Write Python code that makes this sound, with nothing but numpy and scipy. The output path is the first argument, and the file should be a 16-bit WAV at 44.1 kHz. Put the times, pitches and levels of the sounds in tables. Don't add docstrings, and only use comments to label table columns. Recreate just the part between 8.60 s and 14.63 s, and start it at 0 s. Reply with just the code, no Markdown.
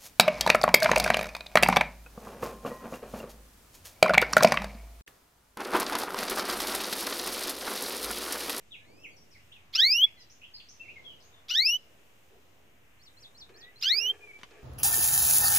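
import sys
import numpy as np
from scipy import signal
from scipy.fft import rfft, irfft, next_fast_len
from scipy.io import wavfile
from scipy.ndimage import uniform_filter1d, map_coordinates

SR = 44100
rng = np.random.default_rng(int(sys.argv[2]) if len(sys.argv) > 2 else 0)


def ratio_of_db(decibels):
    return 10 ** (np.asarray(decibels, float) / 20)


def transcribe(signal):
    frames = np.atleast_2d(signal).T
    limited = np.clip(frames, -1, 1)
    pcm = np.round(limited * 32767).astype(np.int16)
    wavfile.write(sys.argv[1], SR, pcm)


N = 265923
TIME = np.arange(N) / SR

# t/s, pitch f/Hz, effort level/dB, head turn (left minus right) level/dB
CALLS = [
    [(1.128, 950, -43, -4), (1.157, 1311, -14, -0.5), (1.171, 1423, -20, -1), (1.203, 1657, -14, -3),
     (1.242, 2010, -15, -0.5), (1.316, 2454, -14, 1), (1.358, 2765, -17, -5.5), (1.41, 3044, -20, 1.5),
     (1.445, 3410, -13, -0.5)],
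    [(2.883, 980, -32.5, -2), (2.911, 1432, -18, 5.5), (2.947, 1495, -21, -8), (2.96, 1730, -19, -1.5),
     (2.997, 1996, -18, 5), (3.045, 2323, -17, 1), (3.072, 2630, -14, 1.5), (3.12, 2870, -18, 4),
     (3.161, 3020, -23.5, -10.5)],
    [(5.212, 1050, -32.5, -12), (5.238, 1387, -17, 3.5), (5.28, 1625, -20, -8), (5.32, 2019, -19, 6),
     (5.345, 2250, -18, -2.5), (5.38, 2455, -21.5, -14), (5.412, 2739, -24.5, -8.5),
     (5.472, 2993, -22.5, -8), (5.506, 3185, -23, -2)],
]
# f/Hz, level/dB
THROAT = [(900, -41.5), (1500, -26), (2050, -8.5), (2800, -3.5), (3400, -1), (4000, 3), (5100, -3),
          (6000, -18), (6700, -28.5), (8500, -43.5), (10000, -44.5), (11500, -30), (13000, -33.5),
          (15300, -25)]
# f/Hz, width f/Hz, level/dB
THROAT_DIPS = [(2420, 230, -13.5), (4610, 460, -7), (3466, 53, -8.5), (3330, 85, 3.5), (5050, 220, 5.5)]
PARTIAL_DB = [1, -1, -10, 0, -4.5, -10, -8, -7.5, -16.5, -17.5, -16.5, -21]
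# left delay t/ms, right delay t/ms, level/dB
NEAR_ECHOES = [(1.25, 0.881, -14), (2.3, 3.2, -15), (5.1, 4.4, -12)]

# start t/s, length t/s, from f/Hz, to f/Hz, peak level/dB
THRUSH = [(.118, 0.012, 3650, 3050, -50), (.133, 0.029, 3050, 2150, -48.5), (.17, .05, 2600, 2200, -60.5),
          (.434, 0.034, 3050, 2065, -47), (.742, 0.029, 2500, 1900, -59.5), (.788, 0.02, 2060, 3040, -64),
          (.917, .013, 2630, 3850, -50), (.932, 0.047, 3200, 2350, -58), (1.4, 0.048, 2780, 2024, -58.5),
          (1.458, 0.03, 1980, 2900, -54), (1.815, .012, 2360, 3120, -49.5),
          (1.832, .018, 2430, 3350, -49.5), (1.998, 0.0074, 3900, 2400, -50),
          (2.197, 0.038, 2673, 2727, -50), (2.23, 0.032, 2710, 2050, -54), (2.28, 0.024, 2178, 2840, -48),
          (2.358, 0.026, 2230, 2060, -52), (2.44, 0.089, 3430, 2880, -50),
          (2.722, 0.067, 3714, 3420, -65.5)]
FINCH = [(.108, .02, 3650, 3900, -59), (.505, 0.038, 4870, 4300, -71), (.564, .021, 6360, 4430, -60),
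         (.708, .036, 6450, 3750, -61.5), (1.568, .062, 4400, 3720, -66), (1.942, 0.054, 3950, 4780, -53.5),
         (0.393, 0.063, 6040, 5370, -79), (2.603, 0.014, 6060, 3700, -62.5), (.003, .02, 4100, 3600, -66),
         (.97, .04, 2447, 2110, -69), (5.305, .025, 1290, 1400, -57.5)]
FLICKS = [
    (1.699, 0.027, 3210, 6800, -63),
    (2.087, 0.022, 3050, 6630, -60.5),
    (2.625, .05, 5300, 6720, -69.5),
]
WHISTLER = [(.572, .06, 5270, 5730, -66), (1.568, 0.05, 2156, 1890, -64.5), (1.938, 0.035, 4680, 5050, -51),
            (4.955, .16, 1670, 2012, -58.5), (5.277, 0.035, 2388, 2380, -47),
            (5.405, 0.053, 2420, 2370, -51), (5.607, 0.059, 2470, 2390, -48.5),
            (5.658, 0.058, 2390, 2253, -50.5), (5.72, 0.062, 2280, 2328, -53)]
COUSIN = [
    (.2, .055, 1626, 1774, -79.5),
    (.25, .18, 1914, 2690, -73),
    (.43, .105, 3060, 3310, -75.5),
]
SCOLD = [
    (1.59, .045, 1060, 910, -66),
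]
# t/s from start, share of the way from foot to peak (0-1), level/dB
WARBLE_SHAPE = [(0, .21, -2.5), (.02, .3, -3.5), (0.037, 0.62, -4.5), (0.048, 0.91, -6), (.066, .5, -1),
                (.09, 0, 7.5), (.106, .14, 1.5), (.145, .135, -23)]
# start t/s, level/dB, foot f/Hz, peak f/Hz, stretch (times)
WARBLES = [
    (4.394, -65, 3520, 6400, 0.98),
    (4.569, -60.5, 3330, 6760, 0.91),
    (4.749, -59.5, 3450, 6410, 0.88),
    (4.942, -60.5, 3340, 6930, .99),
    (5.159, -57, 3210, 7180, 1.23),
]

# t/s, tray ring level/dB, crack level/dB, crack length t/ms
KNOCKS = [(3.699, -63.5, -58, 3.5), (3.745, -64.5, -89, 3.5), (4.892, -61.5, -48.5, 13),
          (4.941, -65, -67, 3), (5.789, -84, -45, 9.8), (5.814, -74, -41, 2.9), (5.8329, -85, -27, 2.15),
          (5.839, -82, -54, 1.1), (5.909, -63, -44, 5.6), (5.96, -66.5, -71, 3)]
# f/Hz, level/dB, time to fall 60 dB t/s
CAGE_MODES = [(348, -3, 0.11), (419, -2, 0.083), (519, -3, 0.042), (637.4, -15, 0.031), (724, 0.5, 0.017),
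              (930, -16, 0.04), (1178, -9.5, 0.031), (1418, -15, 0.04), (1660, -4, 0.025), (2470, 2, 0.013)]
# start t/s, peak t/s, end t/s, peak level/dB
RATTLES = [
    (4.857, 4.896, 5.24, -60),
    (5.273, 5.364, 5.68, -49.5),
    (5.626, 5.697, 5.86, -59.5),
    (5.857, 5.923, 6.1, -51.5),
]
GUSTS = [
    (0.224, 0.3, 0.72, -66),
    (2.18, 2.41, 2.62, -67),
]

# f/Hz, level/dB per Hz
GARDEN = [(12, -32), (20, -16), (32, -25.5), (50, -8.5), (95, -5.5), (171, -13.5), (298, -14), (687, -16),
          (1460, -20.5), (2850, -19.5), (4440, -30.5), (6500, -28.5), (9500, -36), (15600, -34.5)]
# f/Hz, likeness (0-1)
LIKENESS = [(60, .92), (130, .8), (290, .55), (640, .25), (1400, 0), (4400, 0), (8000, .75), (15000, .96)]
# t/s, half width t/s, level/dB
CHORUS_SWELLS = [(0, 0.21, 2.5), (1.7, 0.68, 0.5), (2.701, 0.75, 3), (3.8, 0.22, -0.5), (5.8, 0.5, 4.5)]


def unit(x):
    return x / np.sqrt(np.mean(x ** 2))


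def along(table, hz):
    f, value = np.transpose(table)
    return np.interp(np.log(np.maximum(hz, 1)), np.log(f), value)


def band(x, lo_hz, hi_hz):
    return signal.sosfilt(signal.butter(2, [lo_hz, hi_hz], "band", fs=SR, output="sos"), x)


def walk(rate):
    hold = int(SR / rate)
    steps = np.repeat(rng.standard_normal(N // hold + 1), hold)
    return 1.56 * uniform_filter1d(uniform_filter1d(steps, hold), hold)[:N]


def span(s):
    return slice(int((s[0] - .01) * SR), int((s[-1] + .02) * SR))


def gate(t, s, fade_s):
    return np.clip(np.minimum(t - s[0], s[-1] - t) / fade_s + .5, 0, 1)


def swell(t, start, peak, end, db, rise_db, fall_db):
    return ratio_of_db(db + np.interp(t, [start, peak, end], [rise_db, 0, fall_db])) * gate(t, [start, end], 0.001)


def trees(x, t60, wet_db, gap_s):
    t = TIME[:SR // 2]
    fade = np.exp(-np.log(1000) * t / t60) * np.clip(t / gap_s, 0, 1)
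    tail = rng.standard_normal((2, SR // 2)) * fade
    tail = tail / np.sqrt(np.sum(tail[0] ** 2))
    return ratio_of_db(wet_db) * signal.oaconvolve(x[None], tail, axes=1)[:, :N]


def garden():
    size = next_fast_len(N)
    hz = np.fft.rfftfreq(size, 1 / SR)
    like = np.clip(along(LIKENESS, hz), 0, .98)
    noise = rfft(rng.standard_normal((2, size))) * ratio_of_db(along(GARDEN, hz))
    mid, side = noise * np.sqrt([1 + like, 1 - like])
    ears = np.array([mid + side, mid - side])
    chorus_db = sum(db * np.exp(-((TIME - s) / wide) ** 2) for s, wide, db in CHORUS_SWELLS)
    out = 0
    for centre in 16 * 2. ** np.arange(11):
        share = np.clip(1 - np.abs(np.log2(np.maximum(hz, 1) / centre)), 0, 1)
        chorus = np.exp(-np.log2(centre / 4000) ** 2 / 3.0)
        out = out + irfft(ears * share, size)[:, :N] * ratio_of_db(1.5 * walk(4) + chorus * chorus_db)
    return ratio_of_db(-64) / np.std(irfft(mid, size)) * out * ratio_of_db([[.4], [-.4]])


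def whistles(notes, peak=.4, rise_db=-8, fall_db=-12, bend=1.1, partials=((1, 0),)):
    out = np.zeros(N)
    for s, long, from_hz, to_hz, db in notes:
        now = span([s, s + long])
        t = TIME[now]
        hz = from_hz + (to_hz - from_hz) * np.clip((t - s) / long, 0, 1) ** bend
        phase = 2 * np.pi * np.cumsum(hz) / SR
        tone = sum(ratio_of_db(part_db) * np.sin(k * phase) for k, part_db in partials)
        out[now] += swell(t, s, s + peak * long, s + long, db, rise_db, fall_db) * tone
    return out


def wild_birds():
    thrush = whistles(THRUSH, 0.38, -6.5, -5.5, 1.0)
    finch = whistles(FINCH, 0.21, -6.5, -9, 0.67)
    flicks = whistles(FLICKS, 0.27, 5, -3.5, 0.17)
    whistler = whistles(WHISTLER, 0.3, -8, -1.5, .6)
    cousin = whistles(COUSIN, .6, 0, 4.5, 0.67, partials=[(1, 2.5), (2, -2.0), (3, -31)])
    scold = whistles(SCOLD, 0.53, -2, -2, 1.24, partials=[(2, -8), (3, -7.5), (4, -13), (5, 4.5), (6, -2.5)])
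    out = 0
    # voice, direct left level/dB, direct right level/dB, echo t60 t/s, echo level/dB, left ear late by samples
    for voice, left_db, right_db, t60, wet_db, late in [
            (thrush, 4, 3, .28, 6, 20),
            (finch, 3, 3, .4, 9, -15),
            (flicks, 3, 3, .4, 9, -15),
            (whistler, 3, 3, .2, -4, 5),
            (cousin, 6, 6, .3, 1.5, 3),
            (scold, 1.5, 1.5, .15, 6, 3),
            (warbler(), 6, 6, .2, -1.5, -18)]:
        voice = voice * ratio_of_db(2.4 * walk(90))
        direct = np.array([np.roll(voice, late), voice]) * ratio_of_db([[left_db], [right_db]])
        out = out + direct + trees(voice, t60, wet_db, 0.0027)
    return out


def cricket():
    start_s, period_s, pulse_hz = 0.16, .2545, 50.17
    strokes = np.diff(np.floor(TIME * pulse_hz), prepend=0) + .03 * rng.standard_normal(N)
    chirp = (.5 + .5 * np.cos(2 * np.pi * (TIME - start_s) / period_s)) ** 1.5
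    return ratio_of_db(-87.5) * chirp * unit(band(strokes, 13300, 15500)) * np.ones((2, 1))


def wind():
    puffs = unit(band(rng.standard_normal((2, N)), 186, 580)) * ratio_of_db(0.85 * walk(30.1) + 6.5)
    return puffs * sum(swell(TIME, *gust, -11, -9) for gust in GUSTS)


def throat_db(hz):
    dips_db = sum(db * np.exp(-((hz - centre) / width) ** 2) for centre, width, db in THROAT_DIPS)
    return along(THROAT, hz) + dips_db


def caged_bird():
    thin_from_hz, thin_db_per_khz, let_go_s, let_go_db = 3000, -70, 0.015, -30.5
    out, bare = np.zeros((2, N)), np.zeros(N)
    flutter, wobble = walk(300), walk(120)
    beads = np.array([np.roll(wobble, 5000 * k) for k in range(12)])
    length = next_fast_len(N)
    air_db = .6 * throat_db(np.fft.rfftfreq(length, 1 / SR))
    air = unit(irfft(rfft(rng.standard_normal(length)) * ratio_of_db(air_db), length))
    order = np.arange(1, 13)[:, None]
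    for call in CALLS:
        s, *columns = np.transpose(call)
        ends = [s[0], s[-1] + let_go_s]
        now = span(ends)
        t = TIME[now]
        hz, effort_db, pan_db = (np.interp(t, s, c) for c in columns)
        effort_db += let_go_db * np.clip((t - s[-1]) / let_go_s, 0, 1) ** 2.5
        hoarse = 0.079 + 0.55 * np.exp(-(np.maximum(t - s[0], 0) / 0.071) ** 2)

        thin_db = thin_db_per_khz * np.maximum(hz - thin_from_hz, 0) / 1000
        size_db = throat_db(order * hz) + np.c_[PARTIAL_DB] + 0.02 * (order + 2)
        size_db = size_db + thin_db * (order == 2) + 3.2 * (order > 2) * beads[:, now]
        size = ratio_of_db(size_db) * (order * hz < SR / 2.2)
        shaky_hz = hz * (1 + 0.0034 * wobble[now] + 0.04 * hoarse * flutter[now])
        phase = 2 * np.pi * np.cumsum(shaky_hz) / SR
        tone = np.sum(size * np.sin(order * phase), 0)
        loud = np.sqrt(np.sum(size ** 2, 0) / 2)

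        voiced = np.clip((t - s[0] - .006) / 0.0066, .1, 1)
        tone = voiced * tone * (1 - 0.798 * hoarse * np.abs(flutter[now]))
        breath = ratio_of_db(-10) * hoarse ** 1.34 * loud * air[now]
        voice = (tone + breath) * ratio_of_db(effort_db) * gate(t, ends, 0.002)
        bare[now] = voice
        for ear, side_db in enumerate([pan_db, -pan_db]):
            heard = voice.copy()
            for *ms, db in NEAR_ECHOES:
                earlier = np.arange(len(t)) - ms[ear] * SR / 1000
                heard += ratio_of_db(db) * map_coordinates(voice, [earlier], order=3)
            out[ear, now] = heard * ratio_of_db(side_db / 2)
    return out + trees(bare, 0.13, -22, .004) + trees(bare, .55, -38, 0.076)


def cage():
    push, crack = np.zeros(N), np.zeros(N)
    after = TIME[:2000]
    for s, ring_db, crack_db, ms in KNOCKS:
        shake, burst = rng.standard_normal((2, 2000))
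        now = slice(int(s * SR), int(s * SR) + 2000)
        push[now] += ratio_of_db(ring_db - 24.5) * uniform_filter1d(shake, size=44) * 4 * np.exp(-after / 0.04)
        crack[now] += ratio_of_db(crack_db) * (burst + 0.21) * np.exp(-after * 1000 / ms)
    taps = rng.standard_normal(N) * (rng.random(N) < 1500 / SR)
    push += sum(swell(TIME, *rattle, -23, -8) for rattle in RATTLES) * ratio_of_db(-11.5) * taps
    ring = np.zeros(N)
    for k, (hz, db, t60) in enumerate(CAGE_MODES):
        turn = np.exp((2j * np.pi * hz - np.log(1000) / t60) / SR)
        ring += (-1) ** k * ratio_of_db(db) * signal.lfilter([1], [1, -turn], push).imag
    both = band(ring, 370, 4000) + band(crack, 125, 2870)
    return both * ratio_of_db([[.6], [-.6]]) + trees(both, 0.069, -3.5, 0.006)


def warbler():
    out = np.zeros(N)
    after, share, db = np.transpose(WARBLE_SHAPE)
    for start, top_db, foot_hz, peak_hz, stretch in WARBLES:
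        s = start + after * stretch
        now = span(s)
        t = TIME[now]
        hz = foot_hz + (peak_hz - foot_hz) * np.interp(t, s, share)
        phase = 2 * np.pi * np.cumsum(hz) / SR
        out[now] += ratio_of_db(top_db + np.interp(t, s, db)) * gate(t, s, .003) * np.sin(phase)
    return out


def scene():
    return garden() + wild_birds() + cricket() + wind() + caged_bird() + cage()


def top_cut(x):
    return signal.sosfilt(signal.butter(12, 15710, fs=SR, output="sos"), x)


def record(dry):
    low_pass = signal.ellip(10, .2, 80, 15500, fs=SR, output="sos")
    mix = signal.sosfilt(low_pass, dry) + .001
    return top_cut(mix)


dry = scene()
out = record(dry)
transcribe(out)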